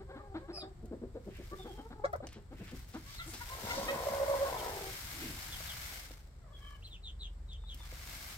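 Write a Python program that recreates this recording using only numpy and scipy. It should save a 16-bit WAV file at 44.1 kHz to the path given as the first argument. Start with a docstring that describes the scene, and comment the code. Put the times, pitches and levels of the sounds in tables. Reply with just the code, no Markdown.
"""A wire pen outdoors, the stereo microphone by the fence. A peacock shivers his raised train, feather
brushing feather, while hens close by cluck, whine and give one long hoarse call from pulsing throats.
Chicks peep further in, dry pine straw snaps underfoot and wood knocks dully. Off in the trees a songbird
whistles and a far rooster crows; wind rumbles on the microphone over a distant idling engine."""
import sys
import numpy as np
from scipy import signal
from scipy.fft import rfft, irfft
from scipy.io import wavfile
from scipy.ndimage import uniform_filter1d

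SR = 44100
rng = np.random.default_rng(int(sys.argv[2]) if len(sys.argv) > 2 else 0)


def wav_record(signal):
    """Record a signal, one row per channel, as 16-bit PCM in the file named by sys.argv[1]."""
    frames = np.transpose(np.atleast_2d(signal))
    bounded = np.clip(frames, -1, 1)
    # unit amplitude maps onto the largest positive 16-bit level
    quanta = np.round(bounded * 32767).astype(np.int16)
    wavfile.write(sys.argv[1], SR, quanta)


N = 369116
T = np.arange(N) / SR
BIN_HZ = np.maximum(np.arange(N // 2 + 1) * SR / N, 1)


def from_db(db):
    """Decibels to gain."""
    return 10 ** (np.asarray(db) / 20)


def unit_rms(x):
    """Scale to unit power."""
    return x / np.sqrt(np.mean(x ** 2) + 1e-20)


def in_time(points):
    """Read a curve of (seconds, value) points at every sample."""
    return np.interp(T, *np.transpose(points))


def at_hz(points, hz):
    """Read a spectrum on a log-frequency axis."""
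    point_hz, values = np.transpose(points)
    return np.interp(np.log(hz), np.log(point_hz), values)


def ramp(start, length):
    """Rise from 0 to 1 over the given seconds."""
    return np.clip((T - start) / length, 0, 1)


def arch(length):
    """A swell that rises and falls over the given seconds."""
    return np.sin(np.linspace(0, np.pi, max(int(length * SR), 64)))


def drift(rate_hz):
    """A smooth random wander with spread 1."""
    hop = 40
    pole = np.exp(-2 * np.pi * rate_hz * hop / SR)
    slow = signal.lfilter([1], [1, -2 * pole, pole ** 2], rng.standard_normal(N // hop + 2002))[2000:]
    return np.interp(np.arange(N) / hop, np.arange(len(slow)), unit_rms(slow))


def band(x, low_hz, high_hz):
    """Gentle band-pass."""
    sos = signal.butter(2, [low_hz, min(high_hz, .45 * SR)], "band", fs=SR, output="sos")
    return signal.sosfilt(sos, x + 1e-18)


def resonate(x, modes):
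    """Parallel resonances with alternating signs."""
    out = 0
    for k, (hz, width, db) in enumerate(modes):
        r = np.exp(-np.pi * width / SR)
        feed = np.array([1, 0, -1]) * (1 - r * r) / 2
        feedback = [1, -2 * r * np.cos(2 * np.pi * hz / SR), r * r]
        out = out + (-1) ** k * from_db(db) * signal.lfilter(feed, feedback, x + 1e-18)
    return out


def add(track, start, sound):
    """Mix a sound in at its start time in seconds."""
    at = round(start * SR)
    part = sound[max(-at, 0):max(N - at, 0)]
    track[max(at, 0):max(at, 0) + len(part)] += part


def notes(rows, throat, bow_oct, jitter, jitter_hz, flutter, harmonics):
    """Bird calls: harmonic tones on bowed glides; the membrane wavers in pitch and strength."""
    out, waver, shake = np.zeros(N), drift(jitter_hz), drift(jitter_hz)
    k = np.arange(1, harmonics + 1)[:, None]
    for start, length, middle_hz, fall_oct, db, tilt_db in rows:
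        swell = arch(length)
        along = np.linspace(-1, 1, len(swell))
        here = (np.arange(len(swell)) + int(abs(start) * SR)) % N
        hz = middle_hz * 2 ** (-fall_oct * along / 2 - bow_oct * along ** 2) * (1 + jitter * waver[here])
        gains = from_db(at_hz(throat, k * hz) + tilt_db * np.log2(k)) * (k * hz < SR / 2)
        tone = np.sum(gains * np.sin(2 * np.pi * k * np.cumsum(hz) / SR), axis=0)
        add(out, start, from_db(db) * unit_rms(tone) * swell * (1 + flutter * shake[here]))
    return out


# Diffuse sound at the microphone's two ports. Each row: frequency in Hz, left-right correlation.
PORT_LIKENESS = [(40, 1), (250, 0.82), (600, 0.43), (1200, 0.13), (2500, 0), (15000, 0)]
def diffuse(pair, spectrum):
    """Two unrelated noises become a stereo field with this spectrum, alike in the bass."""
    skirt = np.minimum(BIN_HZ / spectrum[0][0], 1) ** 2
    mid, side = rfft(pair) * from_db(at_hz(spectrum, BIN_HZ)) * skirt
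    alike = at_hz(PORT_LIKENESS, BIN_HZ)
    return unit_rms(irfft(np.sqrt(1 + alike) * mid + np.sqrt(1 - alike) * side * [[1], [-1]], N))


# The hush all round the pen. Each row: frequency in Hz, relative density in dB.
AIR_SPECTRUM = [(200, -8), (400, -6.5), (600, -10), (1150, -14), (2120, -19), (2600, -25.5), (4500, -23),
                (6600, -31.5), (7700, -19.5), (10200, -42.5), (13000, -37), (15800, -49)]
def still_air(level_db=-67):
    """Still air in the woods, a faint even hiss."""
    return from_db(level_db) * diffuse(rng.standard_normal((2, N)), AIR_SPECTRUM)


# Rumble right on the microphone. Each row: frequency in Hz, relative density in dB.
WIND_SPECTRUM = [(15, -13), (28, 2.5), (45, 4.5), (70, 4), (110, 0), (160, -6.5), (230, -18.5),
                 (400, -58.5)]
# The wind's strength, dropping late on. Each row: time in seconds, level in dB.
GUSTS = [(0, -52), (5.6, -50), (6.2, -56), (8.37, -54)]
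def wind():
    """Wind buffets the ports in an unsteady rumble."""
    return from_db(in_time(GUSTS) + drift(5.7)) * diffuse(rng.standard_normal((2, N)), WIND_SPECTRUM)


def engine(turn_hz=22.37, peak_s=7.64, peak_db=-44.5, idle_db=-62.5):
    """Two low orders of a far engine hum, swelling once out of a faint idle."""
    below_peak_db = np.maximum(6.5 * (peak_s - T), 17 * (T - peak_s))   # rise and fall in dB per second
    turns = np.cumsum(turn_hz * (1 + .013 * drift(2.3))) / SR
    hum = sum(from_db(db + drift(2.4)) * np.sin(2 * np.pi * order * turns)
              for order, db in [(2, -.5), (3, -4.5)])
    return from_db(np.maximum(peak_db - below_peak_db, idle_db)) * unit_rms(hum)


# Hens clucking near the fence. Each row: start in seconds, pitch in Hz, level in dB,
# beak opening in dB, resonance of the throat's hollow in Hz.
CLUCKS = [(-.012, 380, -50, 0, 400), (.084, 384.4, -50.5, 5, 517), (.147, 273, -46.5, 1.5, 340),
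          (.338, 315.5, -39.5, 2, 330), (.476, 321, -43, 0, 330), (.618, 299.6, -48.5, 1, 320),
          (.82, 230, -49.5, -20, 340), (.906, 239.7, -38.5, -17, 360), (1.011, 235.5, -41, -17, 390),
          (1.139, 250, -42, -12, 480), (1.255, 184.7, -44.5, -15, 385), (1.377, 205.5, -47.5, -19, 333),
          (1.508, 190.5, -46.5, -2, 385), (1.638, 231, -46, -1, 402), (1.77, 265, -47, -3, 279.8),
          (1.897, 261, -47, 2, 292), (2.216, 256.3, -46, -0.5, 422), (2.35, 208.3, -50, -3, 375),
          (2.502, 250, -49, -3, 330), (2.933, 277, -42, 1, 285), (3.256, 298, -51.5, -1, 350),
          (3.316, 261, -51.5, 4, 350)]
# Resonances of the throat, then of the beak. Each row: centre in Hz, width in Hz, gain in dB.
CLUCK_THROAT = [(210, 70, 0), (502, 120, -8), (695, 50, -5.5)]
CLUCK_BEAK = [(795, 79, -2), (1293, 120, -9.5), (1610, 154, -10.5), (2250, 140, -17.5), (4030, 800, -12.5)]
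def clucks(length_s=.06, jitter=.1, weakening=.35, breath=.09, sink=.12, lift=.19):
    """Strong and weak pulses alternate and ring the throat; an open beak adds the upper resonances."""
    out, waver, n = np.zeros(N), drift(50), int(length_s * SR)
    swell = np.abs(np.sin(np.pi * np.linspace(0, 1, n) ** .75)) ** 1.7   # opens faster than it closes
    along = np.linspace(-1, 1, n)
    tightening = np.cumsum(np.exp(lift * along))   # the throat tightens, so its resonances rise
    for start, hz, db, open_db, hollow_hz in CLUCKS:
        cycles = np.cumsum(hz * np.exp(jitter * waver[int(abs(start) * SR):][:n] - sink * along)) / SR
        pulses = np.diff(np.floor(cycles), prepend=0) * (1 - weakening * (np.floor(cycles) % 2))
        source = pulses + breath * rng.standard_normal(n) * (1 - cycles % 1) ** 2
        throat = band(resonate(source, CLUCK_THROAT + [(hollow_hz, 95, 5)]), 130, 624)
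        beak = band(resonate(source, CLUCK_BEAK), 770, 2460)
        voice = np.interp(tightening, np.arange(n), throat + from_db(open_db) * beak)
        add(out, start, from_db(db) * swell * unit_rms(voice))
    return out


# The same hens whining. Each row: start and length in seconds, pitch in Hz, fall in octaves, level in dB.
WHINES = [(0.03, 0.29, 535, 0.06, -58), (.37, .13, 550, -.06, -58), (0.12, 0.33, 397.3, 0.024, -57),
          (0.43, 0.34, 392, 0.14, -54), (.72, .25, 355, .1, -60), (0.499, 0.14, 598.5, -0.16, -54.5),
          (0.56, 0.095, 662, 0.31, -50.5), (1.585, 0.059, 368, 0.18, -50), (1.674, .05, 378, .3, -48),
          (1.718, 0.16, 420, -0.084, -56), (1.851, 0.031, 432, 0.021, -54),
          (1.92, 0.25, 417.5, 0.14, -51.5), (4.46, .4, 425, .25, -49.5), (4.76, .19, 391.6, 0.16, -53)]
# A hen's throat in whines and alarm clucks. Each row: frequency in Hz, gain in dB.
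HEN_THROAT = [(350, 18.5), (560, -2.5), (830, 12.5), (1050, -9), (1350, -3), (1750, -14.5), (2200, -21),
              (2700, -47), (3600, -34), (5500, -42.5), (8000, -51)]
def whines(tilt_db=.7):
    """Soft tones, short or drawn out, coloured by the throat; the level is rough and wavering."""
    rows = [(*row, tilt_db) for row in WHINES]
    voice = notes(rows, HEN_THROAT, bow_oct=.0394, jitter=.028, jitter_hz=30, flutter=.37, harmonics=7)
    return voice * (1 + .24 * drift(110)) * from_db(1.6 * drift(12))


# A hen further left. Each row: start and length in seconds, pitch in Hz, level in dB,
# brightness in dB per octave.
CRIES = [(0.186, 0.042, 602, -53.5, -11), (1.51, 0.047, 584, -48.5, -11), (3.059, 0.062, 573, -56, 7),
         (3.187, 0.047, 694, -45, 10), (3.402, 0.033, 480, -46, -2), (3.495, 0.073, 523, -43.5, -9),
         (3.64, 0.122, 478, -44, -7), (4.415, .09, 545, -43, -11), (3.692, .035, 695, -35, 13.5),
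         (3.877, .04, 640, -34.5, 15)]
# Her throat. Each row: frequency in Hz, gain in dB.
CRY_THROAT = [(550, -18), (1000, 5), (1400, 1.5), (1950, -3), (2700, -17.5), (4000, -32)]
def cries(rise_oct=.09):
    """Slightly rising cries, made nasal by a throat that favours the overtones."""
    rows = [(start, length, hz, -rise_oct, db, tilt_db) for start, length, hz, db, tilt_db in CRIES]
    return notes(rows, CRY_THROAT, bow_oct=.05, jitter=.015, jitter_hz=120, flutter=.25, harmonics=6)


# Chicks further into the pen. Each row: start and length in seconds, middle pitch in Hz,
# fall in octaves, level in dB.
PEEPS = [(3.135, .045, 3700, -.4, -56), (3.171, 0.056, 3860, 0.55, -49), (4.565, 0.055, 3320, 0.44, -50.5),
         (5.506, .06, 3370, 0.36, -48.5), (5.667, 0.069, 3396, 0.48, -47), (6.82, .026, 3150, -0.7, -59),
         (6.837, .032, 4150, .1, -52.5), (6.858, .035, 3200, .45, -58), (6.898, 0.083, 3280, 0.7, -53.5),
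         (7.027, .088, 3570, .5, -49), (7.19, 0.094, 3540, 0.55, -48), (7.478, 0.1, 3450, .5, -55),
         (7.658, .1, 3430, 0.58, -53)]
# A squealing throat, then a flat one for pure whistles. Each row: frequency in Hz, gain in dB.
SQUEAL_THROAT = [(2500, -21), (4400, 2.5), (5400, -3.5), (7400, -24), (10000, -18), (12500, -38),
                 (15000, -46)]
FLAT_THROAT = [(2000, 0), (12000, 0)]
def chicks(octave_db=-19.5, squeal_at_s=.521):
    """One shrill squeal breaks down from its loud second harmonic; nearly pure peeps follow."""
    squeal_row = (squeal_at_s, .112, 2484, .131, -46, 0)
    break_row = (.598, .038, 3800, .131, -51)
    rows = [(*row, octave_db) for row in PEEPS + [break_row]]
    peeps = notes(rows, FLAT_THROAT, bow_oct=.07, jitter=.036, jitter_hz=520, flutter=.46, harmonics=2)
    squeal = notes([squeal_row], SQUEAL_THROAT,
                   bow_oct=.031, jitter=.042, jitter_hz=600, flutter=.36, harmonics=6)
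    return peeps + ramp(squeal_at_s, .016) * squeal


def crackle(rows, attack_s=.0004, decay_s=.003, band_ratio=1.98):
    """Each touch sets off a burst of tiny cracks that builds quickly and dies away."""
    out, t = np.zeros(N), np.arange(SR // 4) / SR
    burst = (1 - np.exp(-t / attack_s)) * np.exp(-t / decay_s)
    for start, db, hz in rows:
        cracks = band(rng.laplace(size=len(t)), hz / band_ratio, hz * band_ratio)
        add(out, start, from_db(db) * burst * unit_rms(cracks))
    return out


# Snaps, then scratches, on the pen floor. Each row: start in seconds, level in dB, centre in Hz.
SNAPS = [(.856, -55, 6500), (2.129, -47.5, 9500), (2.161, -50.5, 8500), (2.269, -40, 4200),
         (2.288, -51, 3600), (2.328, -52, 8000), (7.531, -55, 4800), (7.744, -43, 9000)]
SCRATCHES = [(2.286, -59, 2860), (2.318, -52.5, 2200), (2.672, -51, 1980), (2.876, -57.5, 9000),
             (2.928, -53, 3200), (3.328, -42.5, 4500), (6.864, -65, 9000)]
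def straw():
    """Dry pine straw snaps underfoot; scratching feet draw longer crackles from it."""
    return crackle(SNAPS, band_ratio=1.9) + crackle(SCRATCHES, attack_s=.008, decay_s=.033)


# The peacock's bouts of shivering. Each row: start, build-up and stop in seconds, relative level in dB.
SHIVERS = [(1.17, 0.24, 1.75, -69.5), (2.48, 0.2, 2.78, -67), (2.72, 1.0, 5.965, -54.5),
           (6.45, 0.2, 6.72, -74), (7.64, 0.5, 8.32, -56)]
# The rustle of his quills. Each row: frequency in Hz, relative density in dB.
QUILL_SPECTRUM = [(290, -46), (500, -10), (697, -5), (1140, -5), (1660, -0.5), (1810, -4.5), (2150, 2),
                  (2450, -4.5), (5420, -3.5), (5920, -6.5), (8860, -7.5), (10900, -14), (12900, -5.5),
                  (15800, -14.5)]
def shivering_train(shake_hz=25.65, grains_per_s=12000, settle_db_per_s=75, rest_db=-89, gain_db=8.5):
    """Feathers brush twice a shake, denser and brighter the harder he shivers; the fan wafts the air."""
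    bouts = [from_db(db - settle_db_per_s * np.maximum(T - stop, 0)) * ramp(start, build) ** 1.18
             for start, build, stop, db in SHIVERS]
    level = np.sqrt(from_db(rest_db) ** 2 + np.sum(np.square(bouts), axis=0))
    vigour = level / level.max()
    gentleness = 1 - vigour
    shakes = np.cumsum(shake_hz * (1 + .026 * drift(5.7))) / SR
    strokes = 1 + .09 * np.sin(4 * np.pi * shakes)
    density = np.clip(grains_per_s / SR * vigour ** .33, .01, 1)
    grains = rng.standard_normal((2, N)) * (rng.random((2, N)) < density) / np.sqrt(density)
    patches = from_db(2.5 * gentleness * drift(250))   # gentle shivers break up into separate scratches
    patches /= np.sqrt(uniform_filter1d(patches ** 2, SR // 10))
    rustle = diffuse(grains * patches, QUILL_SPECTRUM)
    sheen = signal.sosfiltfilt(signal.butter(2, 9500, "high", fs=SR, output="sos"), rustle)
    rustle -= .42 * gentleness * sheen
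    waft_level = from_db(-67 + 3 * drift(12)) * vigour ** .63
    waft = waft_level * unit_rms(band(rng.standard_normal(N), 140, 340))
    flicker_db = (.66 + gentleness) * drift(20)
    return waft + from_db(gain_db + flicker_db) * level * strokes * rustle


# His train sweeping through the air and over the straw as he turns.
# Each row: start and length in seconds, level in dB, centre in Hz.
SWEEPS = [(1.27, .22, -64, 2060), (2.5, 0.32, -64, 2000), (3.05, .14, -58.5, 4500), (3.25, .1, -55, 7500),
          (3.58, 0.35, -49.3, 4600), (3.6, .42, -57, 270), (5.11, .28, -56, 260),
          (5.141, 0.21, -56.5, 2300), (7.77, .22, -65, 1500)]
def train_sweeps(band_ratio=1.42):
    """Long feathers slide past each other in a grainy swish."""
    out = np.zeros(N)
    for start, length, db, hz in SWEEPS:
        swell = arch(length)
        barbs = unit_rms(band(rng.laplace(size=SR), hz / band_ratio, hz * band_ratio))
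        add(out, start, from_db(db) * swell * barbs[:len(swell)])
    return out * from_db(1.6 * drift(30))


# A songbird off in the trees. Each row: start and length in seconds, pitch in Hz, level in dB.
WHISTLES = [(1.574, .07, 3560, -58), (1.64, 0.2, 3230, -68), (6.525, 0.06, 3317, -61),
            (6.596, 0.19, 3120, -64), (7.565, .13, 3580, -66), (7.77, 0.12, 3530, -64)]
def songbird(fall_oct=.1, octave_db=-35):
    """Thin, gently falling whistles that waver in level."""
    rows = [(start, length, hz, fall_oct, db, octave_db) for start, length, hz, db in WHISTLES]
    voice = notes(rows, FLAT_THROAT, bow_oct=.015, jitter=.013, jitter_hz=140, flutter=.4, harmonics=2)
    return voice * from_db(2.5 * drift(18))


# A startled hen close to the microphone. Each row: start and length in seconds, pitch in Hz,
# fall in octaves, level in dB, brightness in dB per octave.
ALARMS = [(2.038, 0.021, 555, -0.11, -26.1, -1.5), (2.047, 0.019, 688, -0.17, -34, 8),
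          (2.129, 0.018, 665, -0.28, -34.3, 2.5), (2.145, .017, 589, 0.77, -33, -1.5),
          (2.202, 0.01, 600, -.05, -43, -8)]
def alarm_clucks():
    """Sharp, very short tones whose pitch arches through the throat's resonances."""
    return notes(ALARMS, HEN_THROAT, bow_oct=.14, jitter=.02, jitter_hz=200, flutter=.2, harmonics=12)


# Dull knocks in the pen, likely beaks or feet on wood. Each row: start in seconds, level in dB,
# pitch in Hz.
KNOCKS = [(2.269, -48, 700), (5.604, -41, 630), (6.108, -44, 320), (7.638, -54, 890), (7.803, -49, 950),
          (7.925, -47, 490)]
def knocks(attack_s=.0004, decay_s=.0045, crack_db=-2):
    """A rap sets one low resonance of the wood ringing for a moment, with a dry crack on top."""
    out, t = np.zeros(N), np.arange(SR // 10) / SR
    envelope = (1 - np.exp(-t / attack_s)) * np.exp(-t / decay_s)
    for start, db, hz in KNOCKS:
        add(out, start, from_db(db) * envelope * np.sin(2 * np.pi * hz * t))
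    return out + from_db(crack_db) * crackle(KNOCKS)


# Soft steps among the hens. Each row: start in seconds, level in dB.
STEPS = [(2.59, -45), (2.71, -44), (3.615, -48.5), (3.755, -46.5), (3.925, -45.5), (4.09, -50),
         (5.208, -45.5), (5.28, -48)]
def footfalls(length_s=.054):
    """Feet press the litter with a dull thud."""
    out, swell = np.zeros(N), arch(length_s)
    thud = band(rng.standard_normal(N), 100, 315)
    for start, db in STEPS:
        add(out, start, from_db(db) * swell * unit_rms(thud[int(start * SR):][:len(swell)]))
    return out


# Where a near hen's long call catches and rings clear. Each row: start and length in seconds,
# level in dB, throb depth from 0 to 1.
CATCHES = [(3.757, 0.056, -38.5, .2), (3.875, 0.07, -36.3, 0.3), (3.995, 0.045, -43, .3),
           (4.059, 0.041, -35, 0.65), (4.117, 0.042, -34.5, 0.35), (4.146, .06, -39, .6),
           (4.195, 0.052, -29.8, 0.4), (4.266, 0.116, -31.5, 0.65), (4.383, 0.078, -32.5, 0.12)]
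# Her throat's resonances before tension scales them. Each row: centre in Hz, width in Hz, gain in dB.
RASP_THROAT = [(510, 217, -5.5), (800, 110, -4), (965, 84, -2.5), (1070, 124, -6), (1410, 90, -12.5),
               (2000, 140, -17)]
# The throat tightens, then slackens at the end. Each row: time in seconds, scale of its resonances.
THROAT_TENSION = [(3.7, .96), (4.42, 1.05), (4.9, .8)]
def hoarse_call(start_s=3.43, hold_until_s=4.65, fade_s=.4, pitch_hz=551, sag_from_s=4.47, beat_hz=62):
    """A long wail: a slow second vibration chops the tone and puffs air through the throat as a rasp."""
    effort = from_db(-43) * ramp(start_s, .45) * (1 - ramp(hold_until_s, fade_s)) ** 1.8
    pitch = pitch_hz - 440 * np.clip(T - sag_from_s, 0, hold_until_s + fade_s - sag_from_s)
    tone_level = from_db(-13) * effort
    for start, length, db, _ in CATCHES:
        add(tone_level, start, from_db(db) * arch(length))
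    depth = in_time([(start + length / 2, throb) for start, length, _, throb in CATCHES])
    beats = np.cumsum(beat_hz * (1 + .035 * drift(24.98))) / SR
    throb = 1 + depth * np.cos(2 * np.pi * beats)
    bend = depth * np.sin(2 * np.pi * beats)
    phase = 2 * np.pi * np.cumsum(pitch * (1 + .017 * drift(27.6))) / SR + bend
    tone = unit_rms((np.sin(phase) + .11 * np.sin(2 * phase)) * throb * from_db(1.6 * drift(23)))
    breath = .09 * rng.standard_normal(N) * (1 - beats % 1)
    puffs = np.diff(np.floor(beats), prepend=0) + breath
    rasp = unit_rms(band(resonate(puffs, RASP_THROAT), 235, 2130) * from_db(.93 * drift(27)))
    tension = in_time(THROAT_TENSION) * (1 + .025 * drift(14))
    rasp = np.interp(np.cumsum(tension), np.arange(N), rasp)   # the resonances follow the throat
    return tone_level * tone, effort * rasp


# A rooster's syllables, far off. Each row: start and length in seconds, pitch in Hz, fall in octaves,
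# level in dB, brightness in dB per octave.
CROW = [(6.405, 0.092, 643, .3, -67, -1), (6.44, .15, 563, -0.11, -63.5, -4.5),
        (6.57, 0.233, 570.3, 0, -62.5, 8)]
# His throat. Each row: frequency in Hz, gain in dB.
CROW_THROAT = [(560, 2.5), (1150, 3.5), (1720, -4.5), (2300, -12.5), (2900, -29), (5000, -34)]
def rooster(throb_hz=48, throb_depth=.6):
    """Three syllables, coloured by the throat, run together in a throbbing crow."""
    voice = notes(CROW, CROW_THROAT, bow_oct=.0597, jitter=.021, jitter_hz=70.4, flutter=.43, harmonics=7)
    return voice * (1 + throb_depth * np.sin(2 * np.pi * throb_hz * T))


def in_pen(x, lag_ms, wet_db, t60_s):
    """Sound reaches the right port lag_ms after the left; ground, posts and trunks scatter a tail."""
    t = np.arange(SR // 2) / SR
    echoes = rng.standard_normal((2, len(t))) * (rng.random((2, len(t))) < .05)
    echoes *= (t > .003) * from_db(-60 * t / t60_s)
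    tail = band(echoes[0], 90, 634) + band(echoes, 535, 7900)   # long waves reach both ports alike
    tail /= np.sqrt(np.sum(tail ** 2, axis=1, keepdims=True))
    direct = np.array([x, np.interp(T - lag_ms / 1000, T, x)])
    return direct + from_db(wet_db) * signal.fftconvolve(x[None], tail, axes=1)[:, :N]


def scene():
    """From the fence: hens near, the peacock in the pen, chicks further in, far birds in the trees."""
    tone, rasp = hoarse_call()
    to_right = from_db(5.5 * np.array([[-.5], [.5]]))   # the call's clear tone is louder on the right
    return (still_air() + wind() + engine() + shivering_train()
            + in_pen(clucks() + whines() + footfalls(), lag_ms=.14, wet_db=-11, t60_s=.28)
            + in_pen(cries(), lag_ms=.2, wet_db=-11, t60_s=.41)
            + in_pen(chicks(), lag_ms=-.07, wet_db=-10, t60_s=.17)
            + in_pen(straw() + knocks(), lag_ms=.052, wet_db=-10.5, t60_s=.061)
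            + in_pen(train_sweeps(), lag_ms=.1, wet_db=-4, t60_s=.1)
            + in_pen(songbird() + rooster(), lag_ms=.072, wet_db=-3.5, t60_s=.16)
            + in_pen(alarm_clucks(), lag_ms=-.28, wet_db=-9, t60_s=.09)
            + in_pen(tone, lag_ms=.26, wet_db=-12, t60_s=.16) * to_right
            + in_pen(rasp, lag_ms=.13, wet_db=-4.5, t60_s=.19))


# The balance of the microphone's ports. Each row: frequency in Hz, left minus right in dB.
PORT_BALANCE = [(100, 0.3), (400, 2.1), (650, 3.5), (1200, 3), (2400, 0), (4400, 0), (8000, 4.5),
                (13000, 7.5)]
def record(dry, cutoff_hz=15900):
    """The microphone's left port is the brighter one; the top treble is cut steeply."""
    ports = from_db(at_hz(PORT_BALANCE, BIN_HZ) * np.array([[.5], [-.5]]))
    low_pass = 1 / np.sqrt(1 + (BIN_HZ / cutoff_hz) ** 300)
    return irfft(rfft(dry) * ports * low_pass, N)


dry = scene()
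out = record(dry)
wav_record(out)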